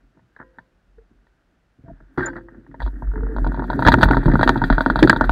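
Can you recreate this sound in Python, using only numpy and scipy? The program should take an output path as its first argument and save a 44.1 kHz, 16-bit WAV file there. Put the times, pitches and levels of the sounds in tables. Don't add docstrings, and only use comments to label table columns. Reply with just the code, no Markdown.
import sys
import numpy as np
from scipy import signal
from scipy.fft import rfft, irfft
from scipy.io import wavfile
from scipy.ndimage import uniform_filter1d

SR = 44100
rng = np.random.default_rng(int(sys.argv[2]) if len(sys.argv) > 2 else 0)


def transcribe(signal):
    frames = np.atleast_2d(signal).T
    limited = np.clip(frames, -1, 1)
    pcm = np.round(limited * 32767).astype(np.int16)
    wavfile.write(sys.argv[1], SR, pcm)


N = 234292
T = np.arange(N) / SR

# (frequency [Hz], density [dB])
AIR_SPECTRUM = [(15, -35.5), (25, -6), (53, 0.5), (144, -11), (183, -3.5), (210, -10.5), (471, -15.5),
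                (650, -15), (1030, -21), (1420, -17.5), (1720, -21), (2640, -26.5), (6000, -36.5),
                (15600, -52)]
# (time [s], deck rumble [dB], loose-part chatter [dB], mount sway centre [Hz], mount sway [dB])
ROLLING = [
    [(0.0, -74, -70, 43.7, -59), (0.15, -70, -73, 43.4, -69), (0.27, -70, -70.5, 50.6, -61),
     (0.54, -77, -62, 47.8, -69), (0.76, -74, -74, 44.2, -62), (1.07, -72.5, -75, 45.34, -55),
     (1.39, -72, -71.5, 45.8, -67), (1.68, -81, -77, 45.5, -68), (1.83, -76, -67, 43.3, -69),
     (1.96, -71, -81, 42.9, -58), (2.15, -61, -56.5, 43.7, -58)],
    [(2.18, -48, -51.5, 44.95, -53), (2.74, -51, -65.5, 47.4, -53), (2.94, -46, -50, 49.16, -39),
     (3.29, -35.5, -42.5, 44.52, -19), (3.71, -30, -38, 46.45, -27.5), (3.8, -21, -32, 43.52, -29),
     (3.97, -23.5, -30, 46.7, -30), (4.07, -28.5, -34, 46.56, -25), (4.21, -25.5, -32, 38.8, -32),
     (4.66, -38.5, -32, 39.6, -32), (5.31, -33.5, -33.5, 44.1, -22.5)],
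]
# (time [s], length [s], dull level [dB], bright level [dB])
SCRAPES = [(0.389, 0.052, -49, -89), (1.86, 0.25, -63, -100), (2.178, 0.094, -27.5, -58),
           (2.227, 0.087, -34.5, -60.5), (2.264, 0.042, -32, -61), (2.353, 0.065, -40, -73),
           (2.797, 0.03, -42.5, -68), (2.85, 0.024, -50, -57)]
# (time [s], length [s], pitch [Hz], peak before flutter [dB], flutter [dB])
CREAKS = [(0.979, 0.032, 450, -48, 4), (1.849, 0.065, 669, -46, 5), (2.221, 0.028, 1579, -19, 0.5),
          (2.272, 0.026, 1556, -25.5, 7), (2.259, 0.0094, 7070, -31.5, 7), (2.268, 0.023, 7200, -59, 0),
          (3.131, 0.085, 430.5, -33, -3), (3.223, 0.043, 448, -37.5, 6), (3.274, 0.061, 445, -31.5, 3.5)]
# (time [s], stand peak [dB], spring peak [dB], hinge peak [dB])
CLANKS = [(0.401, -45.5, -42, -85), (0.586, -70, -51.5, -73), (2.177, -12.5, -33, -46),
          (2.271, -44, -35.5, -55), (2.366, -40, -56, -69)]
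# (time [s], deck level [dB], wheel level [dB], mount swing [dB])
JOLTS = [(0.03, -65, -57, -57), (0.166, -49.5, -52, -71), (0.401, -40, -59, -58), (0.469, -64, -66, -60),
         (0.577, -44, -57, -73), (0.879, -74, -68, -51.5), (0.972, -54, -65, -54), (1.107, -52, -57.5, -59),
         (1.149, -67, -70, -58), (1.787, -52.5, -53, -68), (1.838, -40.5, -43, -62),
         (1.879, -36, -39.5, -54), (1.911, -38, -46, -42.5), (2.008, -43.5, -49, -46),
         (2.178, -11.5, -32, -38), (2.29, -32, -53, -44), (2.359, -26, -41, -46), (2.521, -39, -54, -48),
         (2.691, -55, -42, -46), (2.791, -41, -39, -31), (2.828, -48, -49, -18.5), (2.865, -28.5, -53, -38),
         (2.931, -35, -44, -31), (3.02, -28.5, -31, -31), (3.069, -49, -39, -26), (3.161, -31, -38, -25.5),
         (3.229, -43, -38, -32), (3.363, -23.5, -27.5, -21), (3.409, -40, -44, -18),
         (3.463, -17, -22.5, -17), (3.584, -20.5, -27.5, -39), (3.686, -22.5, -35, -27.5),
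         (3.778, -20, -38, -24), (3.861, -7, -9.5, -10), (3.934, -8, -11.5, -23), (3.976, -9, -23, -31),
         (4.021, -18, -18, -19), (4.05, -19.5, -19, -14), (4.104, -7.5, -11.5, -25),
         (4.165, -14.5, -25, -19), (4.258, -9, -9.5, -9.5), (4.278, -7.5, -11, -12),
         (4.335, -4.5, -11, -21), (4.394, -10.5, -26, -27), (4.461, -10, -24, -17), (4.493, -11, -22, -27),
         (4.529, -17, -25, -31), (4.556, -14, -28.5, -29), (4.589, -27, -33.5, -22),
         (4.619, -15.5, -24, -22), (4.702, -11, -20, -13.5), (4.777, -17, -31, -31), (4.864, -11, -37, -34),
         (4.899, -13.5, -35, -20), (4.962, -16, -23.5, -26), (5.025, 2, -9, -32), (5.097, -13.5, -33, -36),
         (5.158, -23.5, -21, -22), (5.21, -18, -19.5, -16.5), (5.249, -26, -37, -20)]
# (time [s], reference [dB], tube [dB], clamp [dB], tick [dB])
KNOCKS = [(0.173, -56, 4, -12, -33), (0.193, -56, 0, -2, -26), (0.363, -41, -38, 1, -26),
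          (0.4, -28.5, -22, -7.5, -47), (0.414, -36.5, -14, -9, -50), (0.585, -37, -5.5, 0.5, -26),
          (0.983, -56, -12, -5, -26), (1.268, -53, -15, -7, -19), (1.883, -48.5, 2.5, -16, -41),
          (2.003, -46, -5, -4, -39), (2.175, -23, -8, -11.5, -30), (2.18, -16.5, -6, -7, -45),
          (2.193, -20.5, -15, -3, -37), (2.207, -25.5, -18, 2, -33), (2.227, -27, -24, -9, -39),
          (2.283, -22, -15.5, -4.5, -44), (2.331, -36.5, -26, 2.5, -36), (2.365, -22.5, -40, -10, -33),
          (2.407, -48, -14, -2, -38), (2.485, -41, -20, 1.5, -48.5), (2.665, -48, -18, -2, -35),
          (2.713, -48, -18, 0, -29.5), (2.743, -33, -6, -7, -39), (2.803, -24, -13, -4.5, -24),
          (2.818, -24, -2.5, -19, -21), (2.824, -28, -9, -11, -13.5), (2.863, -29.5, -2, -16, -17),
          (2.876, -28, -5, -17, -34), (2.957, -41, -20, -10, -47), (3.022, -33, 1.5, -25, -42),
          (3.073, -37, -13, -12, -44), (3.116, -31, -17, -20, -50), (3.137, -32, -11, -22, -48),
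          (3.157, -32, -5, -4, -49), (3.177, -30, -17, -12, -51.5), (3.207, -32, -9, -15, -48),
          (3.233, -26.5, -23, -24, -52), (3.268, -28.5, -21, -14, -58), (3.287, -26.5, -15, -16, -53),
          (3.364, -22, -2.5, -29, -26.5), (3.384, -18.5, -7.5, -34, -36), (3.445, -23, -1, -22, -27.5),
          (3.466, -20, 0.5, -37, -26.5), (3.519, -25.5, -5.5, -20, -31.5), (3.544, -23.5, -3.5, -29.5, -27),
          (3.575, -24, -3.5, -20, -41), (3.594, -23.5, -0.5, -13, -30), (3.622, -21.5, -2, -37, -37.5),
          (3.641, -20, -5, -33, -30), (3.701, -12, -5.5, -41, -26.5), (3.731, -15.5, -9.5, -18, -28),
          (3.792, -7, -8, -34, -31), (3.823, -12, -6.5, -7, -21), (3.85, -8, -25, -4.5, -22),
          (3.857, -22, -5, -12, -13), (3.865, -5, -12, -6, -17.5), (3.874, 0, -6, -5.5, -20.5),
          (3.884, 2.5, -3.5, -29, -23.5), (3.919, -7, -18, -1.5, -12.5), (3.94, 2.5, -10, -19.5, -43),
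          (3.985, -13, -5, -15, -23), (4.01, -10.5, -20, -9, -20), (4.016, -17.5, -18.5, -12, -9.5),
          (4.021, -13.5, -16, -1.5, -20.5), (4.03, 6, -12.5, -10, -22), (4.056, -16, -4.5, -27.5, -35),
          (4.081, -17, -11.5, -9, -29.5), (4.087, -8.5, -7, -19, -28), (4.11, -1, -10, -23.5, -33),
          (4.125, -19.5, -8, -8, -41), (4.132, -8.5, -17, -9.5, -36), (4.145, -7.5, -14, -21, -29),
          (4.169, -7, -7, -15, -27.5), (4.231, -20.5, -16, -7, -38), (4.257, -15.5, -7, -14, -21.5),
          (4.281, -18, 1.5, -13, -38), (4.316, -18.5, -12, -4, -26), (4.336, -13, -14, -11, -26),
          (4.355, -7, -14.5, -18, -39), (4.393, -11, -5.5, -16, -26), (4.411, -7, -17, -13, -24.5),
          (4.43, 0, -13.5, -12, -22.5), (4.476, -3, -13, -11, -20.5), (4.492, -1.5, -6.5, -8.5, -23.5),
          (4.558, -11, -5.5, -21, -36), (4.574, -17, -15, -13, -19), (4.617, -9, -4, -26, -33),
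          (4.639, -6.5, -22, -16, -23.5), (4.701, 0.5, -12, -24, -31.5), (4.726, -5, -23, -18, -27),
          (4.781, -3.5, -9, -35, -34), (4.807, -1.5, -14.5, -27, -28), (4.837, -32, -6, -5, -28),
          (4.861, -4, -10.5, -25, -31.5), (4.9, -2.5, -16, -19.5, -30), (4.958, -2.5, -12.5, -41, -28.5),
          (4.99, -10, -8.5, -13, -15.5), (5.028, -1, -14, -1.5, -17), (5.074, -5.5, -22, -18, -19.5),
          (5.096, 3, -26, -4.5, -21.5), (5.129, 0, -15, -28, -34), (5.162, -12.5, -9, -12.5, -19),
          (5.21, 1, -11, -36, -38.5), (5.24, -7.5, -24, -13, -27.5), (5.294, 0.5, -12, -35, -35)]

# (frequency [Hz], relative level [dB], 60 dB decay [s])
CASE_MODES = [(1180, -13, 0.062), (1455, 23, 0.014)]
# (frequency [Hz], relative level [dB], 60 dB decay [s])
CLAMP_MODES = [(1647, 4.5, 0.014), (1818, 5.5, 0.019), (1950, -13.5, 0.042)]
# (frequency [Hz], relative level [dB], 60 dB decay [s])
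TUBE_MODES = [(647, -5.5, 0.079), (729.6, -7, 0.079), (928, 7.5, 0.033), (955, -25, 0.038)]
# (frequency [Hz], relative level [dB], 60 dB decay [s])
DECK_MODES = [(255.5, 2, 0.05), (273.2, 0, 0.16), (308.6, 1.5, 0.077), (351, -12, 0.21),
              (344.4, -19.5, 0.13)]
# (frequency [Hz], relative level [dB], 60 dB decay [s])
WHEEL_MODES = [(79.4, -9.5, 0.15), (128.1, -0.5, 0.16), (166.4, 1, 0.06)]
# (frequency [Hz], relative level [dB], 60 dB decay [s])
TICK_MODES = [(3370, -9.5, 0.014), (3550, 6, 0.0056), (3910, 8, 0.0062), (4437, -5, 0.016)]
# (frequency [Hz], relative level [dB], 60 dB decay [s])
BOLT_MODES = [(2366, 1, 0.025), (2636, -4, 0.028), (5330, -8.5, 0.0044), (6320, -8.5, 0.0053),
              (8440, -10.5, 0.0086), (11000, -28, 0.0017)]
# (frequency [Hz], relative level [dB], 60 dB decay [s])
STAND_MODES = [(135, -10, 0.42), (294, -9.5, 0.049), (340.5, -7, 1), (368, 6.5, 0.21), (527, -14.5, 0.088)]
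# (frequency [Hz], relative level [dB], 60 dB decay [s])
SPRING_MODES = [(478, -4.5, .6), (521, 0, 0.92), (1010, 5, 0.23), (1180, -7.5, .15), (1600, 0.5, .3),
                (1900, -3.5, .6)]
# (frequency [Hz], relative level [dB], 60 dB decay [s])
HINGE_MODES = [(2900, -3, 0.48), (3390, 4, 0.24), (3970, -10, .2), (4150, -14, 0.26), (4560, 2, 0.29),
               (5140, -7, .25), (5900, -7, .15)]

DULL, BRIGHT, OPEN, LOW = (92, 1760), (3230, 4830), (1830, 17000), (60, 2000)
CHATTER_REF_DB = -33
FITTINGS_DB, FITTINGS_SLOPE = -60.5, 2.2
HISS_DB, HISS_SLOPE = -70, 0.76
CLAMP_ALONE_DB, CASE_YIELD = -8.5, 1.7
TOP_HZ = 15770


def undb(db):
    return 10 ** (np.asarray(db) / 20)


def unit(x):
    return x / np.sqrt(np.mean(x ** 2))


def curves(table):
    s, *columns = np.transpose(table)
    return [np.interp(T, s, c) for c in columns]


def walk(rate_hz):
    k = int(SR / rate_hz)
    steps = np.repeat(rng.standard_normal(N // k + 1), k)
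    smooth = uniform_filter1d(uniform_filter1d(steps, k), k)
    return unit(smooth[:N])


def band(x, lo_hz, hi_hz, order):
    return signal.sosfilt(signal.butter(order, [lo_hz, hi_hz], "band", fs=SR, output="sos"), x)


def ring(force, modes, push_ms, passed):
    t = T[:SR // 2]
    body = sum(undb(db) * np.sin(2 * np.pi * hz * t) * np.exp(-np.log(1000) * t / t60)
               for hz, db, t60 in modes)
    push = np.hanning(max(int(push_ms * SR / 1000), 1) + 2)
    body = band(np.convolve(body, push)[:len(t)], *passed, order=6)
    return signal.fftconvolve(force, body / np.abs(body).max())[:N]


def blows(s, db):
    force = np.zeros(N)
    force[np.minimum((s * SR).astype(int), N - 1)] = undb(db)
    return force


def taps(per_s, spread_db):
    chance, luck, side = rng.random((3, N))
    size = undb(-spread_db * np.log(luck + 1e-9) + 2.37 * walk(30))
    return (chance < per_s / SR) * size * np.sign(side - .5)


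def after(s, db, gain_db, rise_s, fall_s):
    t = T[:SR // 2]
    hump = (1 - np.exp(-t / rise_s)) * np.exp(-t / fall_s)
    power = signal.fftconvolve(blows(s, db + gain_db) ** 2, (hump / hump.max()) ** 2)[:N]
    return np.sqrt(np.abs(power))


def with_scrapes(gain, column):
    humps = 0
    for row in SCRAPES:
        u = np.clip((T - row[0]) / row[1], 0, 1)
        humps = humps + undb(row[column]) * np.sin(np.pi * u ** 0.28)
    return gain + humps


def air():
    hz, db = np.transpose(AIR_SPECTRUM)
    f = np.fft.rfftfreq(N, 1 / SR)
    shape = undb(np.interp(np.log(f + 1), np.log(hz), db))
    return unit(irfft(rfft(rng.standard_normal(N)) * shape, N)) * undb(-66)


def hiss(gain):
    noise = unit(band(rng.standard_normal(N), 3200, 20000, order=2))
    scrape_gain = undb(-16) * with_scrapes(0, column=3)
    return noise * (gain + scrape_gain) * undb(3.1 * walk(60))


def fittings(gain):
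    force = taps(per_s=2500, spread_db=2.6)
    ticks = unit(ring(force, TICK_MODES, .03, BRIGHT))
    bolts = undb(-4.5) * unit(ring(force, BOLT_MODES, .03, OPEN))
    return with_scrapes(gain, column=3) * (ticks + bolts)


def chatter(gain):
    force = taps(per_s=900, spread_db=2.4)
    case = undb(-10) * unit(ring(force, CASE_MODES, 0.098, DULL))
    clamp = undb(-3.5) * unit(ring(force, CLAMP_MODES, 0.35, DULL))
    tube = undb(-13) * unit(ring(force, TUBE_MODES, 0.2, DULL))
    return with_scrapes(gain, column=2) * (case + clamp + tube)


def sway(hz, gain):
    phase = 2 * np.pi * np.cumsum(hz * (1 + 0.054 * walk(25))) / SR
    return np.sqrt(2) * np.sin(phase) * gain * undb(3.4 * walk(18))


def rumble(gain, modes):
    stones = rng.standard_normal(N) * undb(3.4 * walk(25))
    return unit(ring(stones, modes, 0.78, LOW)) * gain


def rolling():
    deck_db, chatter_db, mount_hz, mount_db = curves(np.vstack(ROLLING))
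    s, jolt_db, wheel_db, swing_db = np.transpose(JOLTS)
    knock_s, knock_db, _, _, tick_db = np.transpose(KNOCKS)
    bright_db = knock_db + tick_db
    above = chatter_db - CHATTER_REF_DB
    deck_gain = undb(deck_db) + after(s, jolt_db, gain_db=-9, rise_s=0.0059, fall_s=0.018)
    wheel_gain = undb(deck_db - 8.5) + after(s, wheel_db, gain_db=-3.5, rise_s=0.005, fall_s=0.033)
    mount_gain = undb(mount_db - 4) + after(s, swing_db, gain_db=-3, rise_s=0.043, fall_s=0.025)
    chatter_gain = (undb(chatter_db - 5)
                    + after(knock_s, knock_db, gain_db=-41.5, rise_s=0.0055, fall_s=0.021))
    fittings_gain = (undb(FITTINGS_DB + FITTINGS_SLOPE * above)
                     + after(knock_s, bright_db, gain_db=-28, rise_s=0.0033, fall_s=0.019))
    hiss_gain = (undb(HISS_DB + HISS_SLOPE * above)
                 + after(knock_s, bright_db, gain_db=-31, rise_s=0.0061, fall_s=0.013))
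    low = rumble(deck_gain, DECK_MODES) + rumble(wheel_gain, WHEEL_MODES) + sway(mount_hz, mount_gain)
    return low + chatter(chatter_gain) + fittings(fittings_gain) + hiss(hiss_gain)


def creaks():
    out, flutter = np.zeros(N), walk(150.3)
    for s, length, hz, db, flutter_db in CREAKS:
        u = np.clip((T - s) / length, 0, None)
        swell = 3 * u * np.exp(1 - 3 * u)
        out += swell * undb(db + flutter_db * flutter) * np.sin(2 * np.pi * hz * T)
    return out


def clanks():
    s, stand_db, spring_db, hinge_db = np.transpose(CLANKS)
    stand = ring(blows(s, stand_db), STAND_MODES, 0.3, DULL)
    spring = ring(blows(s, spring_db), SPRING_MODES, 0.27, DULL)
    hinge = ring(blows(s, hinge_db), HINGE_MODES, .03, OPEN)
    return stand + spring + hinge


def jolts():
    s, deck_db, wheel_db, _ = np.transpose(JOLTS)
    deck = ring(blows(s, deck_db), DECK_MODES, 0.87, DULL)
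    wheel = ring(blows(s, wheel_db + 2.5), WHEEL_MODES, 1.8, LOW)
    return deck + wheel


def knocks():
    s, db, tube_db, clamp_db, tick_db = np.transpose(KNOCKS)
    scatter = rng.standard_normal(N)

    def rough(level_db, rebound_db, decay_s):
        force = blows(s, level_db)
        tail = signal.lfilter([1], [1, -np.exp(-1 / (decay_s * SR))], force)
        return force + undb(rebound_db) * tail * scatter

    spared_db = CASE_YIELD * np.clip(clamp_db - CLAMP_ALONE_DB, 0, None)
    case = ring(rough(db - 4 - spared_db, -22.5, 0.0023), CASE_MODES, 0.41, DULL)
    clamp = ring(rough(db + clamp_db - 1, -11.5, 0.0056), CLAMP_MODES, 0.42, DULL)
    tube = ring(rough(db + tube_db + 4.5, -24.5, 0.0057), TUBE_MODES, 0.12, DULL)
    deck = ring(rough(db - 13, -29.5, 0.0077), DECK_MODES, 1.0, DULL)
    bright = rough(db + tick_db + 2, -19.5, 0.0089)
    ticks = ring(bright, TICK_MODES, .03, BRIGHT)
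    bolts = undb(-16.5) * ring(bright, BOLT_MODES, .03, OPEN)
    return case + clamp + tube + deck + ticks + bolts


def scene():
    return (air() + rolling() + creaks() + clanks() + jolts() + knocks())[None]


def record(dry):
    knee = 8
    loud = dry / (1 + np.abs(dry) ** knee) ** (1 / knee)
    return signal.sosfilt(signal.ellip(12, .1, 60, TOP_HZ, fs=SR, output="sos"), loud)


dry = scene()
out = record(dry)
transcribe(out)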